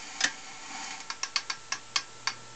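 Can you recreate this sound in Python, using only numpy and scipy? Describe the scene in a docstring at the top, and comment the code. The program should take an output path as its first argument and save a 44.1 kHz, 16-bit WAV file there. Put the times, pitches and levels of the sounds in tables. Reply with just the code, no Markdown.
"""A small mechanical slot machine in a cast metal case, close by in a quiet room.
Its reels rub and rattle, making a whir. The lever latch lets go with a double clack,
and the whir swells and dies away. Three pawls (small arms that drop onto a toothed wheel)
then tick ever more slowly, each with its own ring, above a faint hiss, whine and hum."""
import sys
import numpy as np
from scipy import signal
from scipy.fft import rfft, irfft, next_fast_len
from scipy.io import wavfile
from scipy.ndimage import uniform_filter1d, map_coordinates

SR = 44100
rng = np.random.default_rng(int(sys.argv[2]) if len(sys.argv) > 2 else 0)


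def materialize(psi):
    """Save the field psi as 16-bit PCM at rate SR to the path in sys.argv[1].

    A 1-D psi becomes a single channel; in a 2-D psi each row is a channel.
    """
    bounded = np.clip(np.atleast_2d(psi).T, -1, 1)
    quanta = np.round(bounded * 32767).astype(np.int16)
    wavfile.write(sys.argv[1], SR, quanta)


N = 112454


def amp(db):
    """Turn decibels into a number to multiply by."""
    return 10 ** (np.asarray(db) / 20)


def unit(x):
    """Scale x to an average power of 1."""
    return x / np.sqrt(np.mean(x ** 2) + 1e-20)


def along(points, hz):
    """Read between (frequency [Hz], value) points, with octaves evenly spaced."""
    frequencies, values = np.transpose(points)
    return np.interp(np.log(hz + 1), np.log(frequencies + 1), values)


def curve(rows):
    """Join (time [s], value) points with straight lines, one value per sample."""
    return np.interp(np.arange(N) / SR, *np.transpose(rows))


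def wobble(rate):
    """A smooth curve through `rate` random values a second."""
    return map_coordinates(rng.standard_normal(int(N * rate / SR) + 4), [np.arange(N) * rate / SR])


def coloured(x, gain):
    """Filter x, making each frequency louder or softer by gain(hz)."""
    size = 2 * next_fast_len(len(x))
    hz = np.fft.rfftfreq(size, 1 / SR)
    cepstrum = irfft(np.log(np.maximum(gain(hz), 1e-6)), size)
    # folding it in half makes the filter ring after a sound, never before
    cepstrum[1:size // 2] *= 2
    cepstrum[size // 2 + 1:] = 0
    return irfft(rfft(x, size) * np.exp(rfft(cepstrum)), size)[:len(x)]


def evened(x, band_hz=130):
    """Make all bands of x equally strong, so that only the struck part shapes its tone."""
    power = abs(rfft(x, 2 * len(x))) ** 2
    grid = np.fft.rfftfreq(2 * len(x), 1 / SR)
    band_power = uniform_filter1d(power, size=max(1, int(band_hz / grid[1])))
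    level = np.sqrt(abs(band_power) + 1e-9)
    return coloured(x, lambda hz: 1 / np.interp(hz, grid, level))


def metal_ring(force, peaks, bed):
    """Shaken metal rings at a few clear pitches (peaks) over a crowd of blended ones (the bed)."""
    def gain(hz, steepness=1.2):
        power = 0
        for centre, width, db in peaks:
            peak = (hz * width) ** 2 / ((centre ** 2 - hz ** 2) ** 2 + (hz * width) ** 2)
            power += amp(db) ** 2 * peak ** steepness
        return np.sqrt(power + amp(along(bed, hz)) ** 2)
    return coloured(force, gain)


def chatter(envelope):
    """Metal meets metal in a burst of tiny touches, whose strength follows the envelope."""
    x = rng.standard_normal(len(envelope)) * envelope
    for _ in range(6):  # even out the frequencies, then restore the shape in time
        spectrum = rfft(x)
        x = irfft(spectrum / (abs(spectrum) + 1e-12), len(x))
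        x *= envelope / np.sqrt(abs(uniform_filter1d(x * x, size=64)) + 1e-12)
    return x / np.linalg.norm(x)


def room_tail(t, rise_s):
    """The room's echo: noise in which each frequency dies at its own speed."""
    # how long the room rings (frequency [Hz], time to fade by 60 dB [s])
    fade_times = [(200, 0.47), (600, 0.13), (1400, 0.24), (3700, .16), (6000, 0.17), (8500, 0.035)]
    hz, seconds, bands = signal.stft(rng.standard_normal(len(t)), SR, nperseg=256)
    fade = amp(-60 * seconds / along(fade_times, hz)[:, None])
    tail = signal.istft(bands * fade, SR, nperseg=256)[1][:len(t)]
    tail *= 1 - np.exp(-(t / rise_s) ** 2)
    return tail / np.linalg.norm(tail)


def blows(rows, peaks, bed, attack_s, release_s, room_db, room_rise_s):
    """Each blow chatters briefly against a metal part; the case and room ring on after it."""
    # ring of the case (pitch [Hz], width [Hz], level [dB])
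    case_peaks = [(294, 11, -5), (783, 45, -0.5), (1115, 20, 2), (1580, 24, -1), (1610, 21, 8.5),
                  (1710, 20, -2.5), (1925, 22, -1), (2173, 18, -2), (2697, 47, -2), (4354, 13, 0),
                  (4877, 12, -8), (5330, 35, 5.5), (6050, 90, -5)]
    # blended ringing of case and room (frequency [Hz], level [dB])
    tail_bed = [(80, -31.5), (250, -13.5), (600, -14), (1000, -7), (2500, -7), (3700, -7.5), (6000, -4.5),
                (7200, -12), (8300, -22)]
    out, t = np.zeros(N + SR), np.arange(SR // 3) / SR
    # the struck part rings on in the tail too, more softly
    lingering = [(hz, width, db - 5) for hz, width, db in peaks] + list(case_peaks)
    for start_s, db, middle_db, treble_db, contact_s in rows:
        envelope = (1 - np.exp(-t / attack_s)) * np.exp(-np.maximum(t - contact_s, 0) / release_s)
        envelope *= amp(4.5 * np.exp(-t / 0.00089))  # the first touch is the hardest
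        direct = metal_ring(evened(chatter(envelope)), peaks, bed)
        tail = metal_ring(evened(room_tail(t, room_rise_s)), lingering, tail_bed)
        # this blow's brightness (frequency [Hz], gain [dB])
        hardness = [(1200, 0.0033), (2000, middle_db), (3400, middle_db), (4800, treble_db)]
        blow = coloured(direct + amp(room_db) * tail, lambda hz: amp(along(hardness, hz)))
        out[round(start_s * SR):][:len(t)] += amp(db) * blow
    return out[:N]


def reels(rattles_per_s=500, low_hz=1500, stop_s=1.13):
    """The spinning reels rub and rattle in their bearings, and catch lightly as they slow."""
    # ring of the reels (pitch [Hz], width [Hz], level [dB])
    peaks = [(286, 23.5, 2), (773.5, 43, 6), (898, 20, 6), (1081, 69, -2), (1393, 25, -9), (1718, 67, -4.5),
             (1917, 13, 4.5), (2200, 77, 4), (2403, 66, 1.5), (3076, 37, 1), (3630, 110, -21),
             (4580, 190, -2.5), (5720, 63, -6), (6740, 150, -2.5)]
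    # their blended ringing (frequency [Hz], level [dB])
    bed = [(60, -40), (220, -6), (400, -26), (620, -25), (900, -8.5), (2400, -8.5), (3700, -11.5),
           (5500, -10.5), (7000, -5.5), (8300, -23.5)]
    # loudness of the whir (time [s], level [dB])
    whir_levels = [(0, -43), (.12, -43.5), (.19, -44), (.33, -46), (.42, -47.5), (.5, -46.5), (.58, -48.5),
                   (.68, -45), (.77, -41), (.86, -40), (.94, -42.5), (.98, -45.5), (1.03, -56), (1.1, -55),
                   (1.2, -53.5)]
    # the whir's low part grows as the reels drag (time [s], gain [dB])
    drag = [(0, -2.5), (.6, 1.5), (.75, 2), (.93, 0), (1.05, 2.5)]
    # light catches (time [s], relative level [dB], middle [dB], treble [dB], contact length [s])
    catch_hits = [(.838, -45, -10.5, 11, 0.0096), (.906, -38, 4, 2.5, 0.0026), (1.001, -39.5, 3, 4, 0.0036)]
    knock_times = np.cumsum(rng.exponential(1 / rattles_per_s, size=1500))
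    strengths = amp(2.5 * rng.standard_normal(len(knock_times)))
    knocks = np.bincount((knock_times * SR).astype(int), strengths, N)[:N]
    rubbing = rng.standard_normal(N)
    rattle = amp(-7) * unit(knocks - knocks.mean())
    flutter = amp(.9 * wobble(60))
    whir = unit(metal_ring((rubbing + rattle) * flutter, peaks, bed))
    low = signal.sosfiltfilt(signal.butter(2, low_hz, fs=SR, output="sos"), whir)
    whir = whir - low + amp(curve(drag)) * low
    catches = blows(catch_hits, peaks, bed,
                    attack_s=0.00185, release_s=0.0038, room_db=-3, room_rise_s=0.0053)
    fade_out = np.clip((stop_s - np.arange(N) / SR) / .05, 0, 1)
    return fade_out * amp(curve(whir_levels)) * whir + amp(33.5) * catches


def noise(spectrum):
    """Steady noise shaped by (frequency [Hz], relative level [dB]) points."""
    return unit(coloured(rng.standard_normal(N), lambda hz: amp(along(spectrum, hz))))


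def background(hum_hz=118):
    """Room hiss, a faint wavering whine, and a low hum that grows along with a soft rumble."""
    # tone of the hiss (frequency [Hz], relative level [dB])
    hiss_shape = [(20, -11.5), (50, -18.5), (113, -17), (300, -16), (700, -16.5), (900, -13.5),
                  (1100, -16.5), (1400, -16.5), (2000, -16.5), (5200, -18.5), (6900, -16.5), (7800, -21),
                  (8900, -27)]
    # tones of the whine (pitch [Hz], level [dB])
    whine_tones = [(460, -68.5), (896, -63), (1340, -59.5), (1778, -67.5), (7115, -66.5), (7544, -68),
                   (8455, -80)]
    # growth of the hum (time [s], level [dB])
    hum_levels = [(0, -84), (1.2, -77), (1.7, -66.5), (2.1, -63.5), (2.5, -58.5)]
    # tone of the rumble (frequency [Hz], relative level [dB])
    rumble_shape = [(40, -5.5), (150, 3), (500, 2.5), (900, -5.5), (2000, -27)]
    t = np.arange(N) / SR
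    whine = sum(amp(db + 0.38 * wobble(5.8)) * np.sin(2 * np.pi * hz * t + 0.4 * wobble(22))
                for hz, db in whine_tones)
    phase = 2 * np.pi * hum_hz * t + .2 * wobble(6)
    hum = np.sin(phase) + amp(-12.5) * np.sin(2 * phase)  # with a softer tone an octave up
    hiss = amp(-50.5) * noise(hiss_shape)
    rumble = amp(-0.5) * noise(rumble_shape)
    return hiss + np.sqrt(2) * whine + amp(curve(hum_levels)) * (np.sqrt(2) * hum + rumble)


def latch(boom_delay_s=.005, boom_rise_s=0.0036):
    """A small catch slips, the latch slams against its stop, and the case's panels boom just after."""
    # the two clacks (time [s], relative level [dB], middle [dB], treble [dB], contact length [s])
    slip_hit = [(.2055, -24.5, 1.5, -1.5, 0.0038)]
    slam_hit = [(.2387, -18.5, 0, -1, .005)]
    # ring of the catch and of the latch (pitch [Hz], width [Hz], level [dB])
    catch_peaks = [(730, 57, -1), (1610, 120, -2.5), (1800, 170, -0.5), (2320, 170, -6), (3580, 350, -3.5),
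                   (5060, 74, 11.5), (5370, 220, 2), (6000, 150, 4), (6300, 120, -2)]
    latch_peaks = [(1420, 120, -2), (1787, 110, 9), (2480, 120, -2), (2640, 80, -6), (3020, 160, 0),
                   (3300, 40, 0), (3610, 91, 5), (4680, 120, -2), (4950, 81, -7), (5910, 150, 3),
                   (6700, 74, 0.5), (7700, 120, -7.5), (8330, 120, -11.5)]
    # blended ringing of both (frequency [Hz], level [dB])
    bed = [(60, -37), (200, -26), (400, -29), (900, -15), (2000, -21.5), (4100, -9.5), (6000, -5.5),
           (7300, -9.5), (8400, -23.5)]
    # booming panels (pitch [Hz], level [dB], time to fade by 60 dB [s])
    panels = [(127.6, -46, 0.14), (284, -34.5, 0.15), (543, -38, 0.14), (750, -35, 0.13), (762, -44, 0.13),
              (1670, -39, 0.27), (1730, -32, .2), (1906, -32, 0.19)]
    slip = blows(slip_hit, catch_peaks, bed,
                 attack_s=.0003, release_s=0.0088, room_db=-4, room_rise_s=0.003)
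    slam = blows(slam_hit, latch_peaks, bed,
                 attack_s=0.00029, release_s=.005, room_db=-4.5, room_rise_s=0.0041)
    slam_s = slam_hit[0][0]
    t = np.maximum(np.arange(N) / SR - slam_s - boom_delay_s, 0)
    boom = sum(amp(db - 60 * t / fade_s) * np.sin(2 * np.pi * hz * t + .5 * wobble(70))
               for hz, db, fade_s in panels)
    boom *= 1 - np.exp(-(t / boom_rise_s) ** 2)
    return amp(33.5) * (slip + slam) + boom


def pawls(tooth_width_hz=130):
    """Each pawl drops from tooth to tooth; pawl, tooth and case ring together."""
    # pawl ticks (time [s], relative level [dB], middle [dB], treble [dB], contact length [s],
    # tooth pitch [Hz], tooth level [dB], which pawl)
    ticks = [(1.1011, -27.5, -3, -2.5, 0.0042, 5030, 1.5, "first"),
             (1.2317, -27, 0, 0.5, 0.0028, 5530, 6, "second"),
             (1.3596, -24.5, 2.5, 2.5, 0.0059, 4480, 11, "third"),
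             (1.4985, -25, -0.5, -1.5, .0045, 4710, 2, "first"),
             (1.7210, -23, -1.5, -2.5, .004, 4900, -1.5, "second"),
             (1.9589, -22.5, .5, 3.5, .0025, 3250, 5, "third"),
             (2.2722, -21.5, -1.5, -3, 0.004, 4640, 6.5, "first")]
    # ring of each pawl, by name (pitch [Hz], width [Hz], level [dB])
    pawl_peaks = { "first": [(920, 26, 4.5), (1063, 73, 5), (1364, 77, 4.5), (1633, 35, 4.5),
                  (1760, 200, 0.5), (2178, 52, 8), (2406, 56, 4), (2846, 63, -5), (3750, 120, -1),
                  (4590, 160, 7.5), (5470, 110, 4), (5630, 140, 2), (6170, 52, 3.5)],
                  "second": [(730, 54, -11), (1040, 100, 2), (1100, 61, 6.5), (1676, 28, 8), (1840, 58, 2),
                  (2160, 59, 3.5), (2650, 140, 3), (3720, 57, -5.5), (4170, 90, -9.5), (4600, 190, -5),
                  (5330, 130, 2), (5570, 66, 5), (5800, 100, 9), (6420, 47, 9.5)], "third": [(1086, 80, 4),
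                  (1150, 80, 5), (1680, 25, -6), (1795, 80, 0.5), (2186, 78, 5.5), (2518, 80, 4.5),
                  (2800, 130, -3.5), (3200, 280, -2), (4360, 130, 5.5), (4470, 110, 3.5), (4850, 71, 6),
                  (5370, 84, -2), (5600, 42, 5), (6290, 150, -1.5)]}
    # their blended ringing (frequency [Hz], level [dB])
    bed = [(80, -60), (250, -17), (400, -30), (650, -42), (1000, -30.5), (3800, -17), (6000, -14.5),
           (7200, -9.5), (8300, -50.5)]
    out = np.zeros(N)
    for *hit, tooth_hz, tooth_db, name in ticks:
        peaks = list(pawl_peaks[name]) + [(tooth_hz, tooth_width_hz, tooth_db)]
        out += blows([hit], peaks, bed,
                     attack_s=0.00016, release_s=0.0022, room_db=-3.5, room_rise_s=0.0015)
    return amp(33.0) * out


def scene():
    """The machine and its room, in one channel."""
    return (reels() + background() + latch() + pawls())[None]


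def record(dry, top_hz=9100, offset=.0031):
    """The recorder cuts the highest treble and shifts the wave slightly off zero."""
    # steep fall of the treble (frequency [Hz], gain [dB])
    treble_loss = [(7800, 0.5), (8300, -4.5), (8550, -6.5), (8800, -15.5), (9100, -27.5)]
    size = next_fast_len(N + SR // 2)
    hz = np.fft.rfftfreq(size, 1 / SR)
    gain = amp(along(treble_loss, hz)) * (hz < top_hz)
    return offset + irfft(rfft(dry, size) * gain, size)[:, :N]


dry = scene()
out = record(dry)
materialize(out)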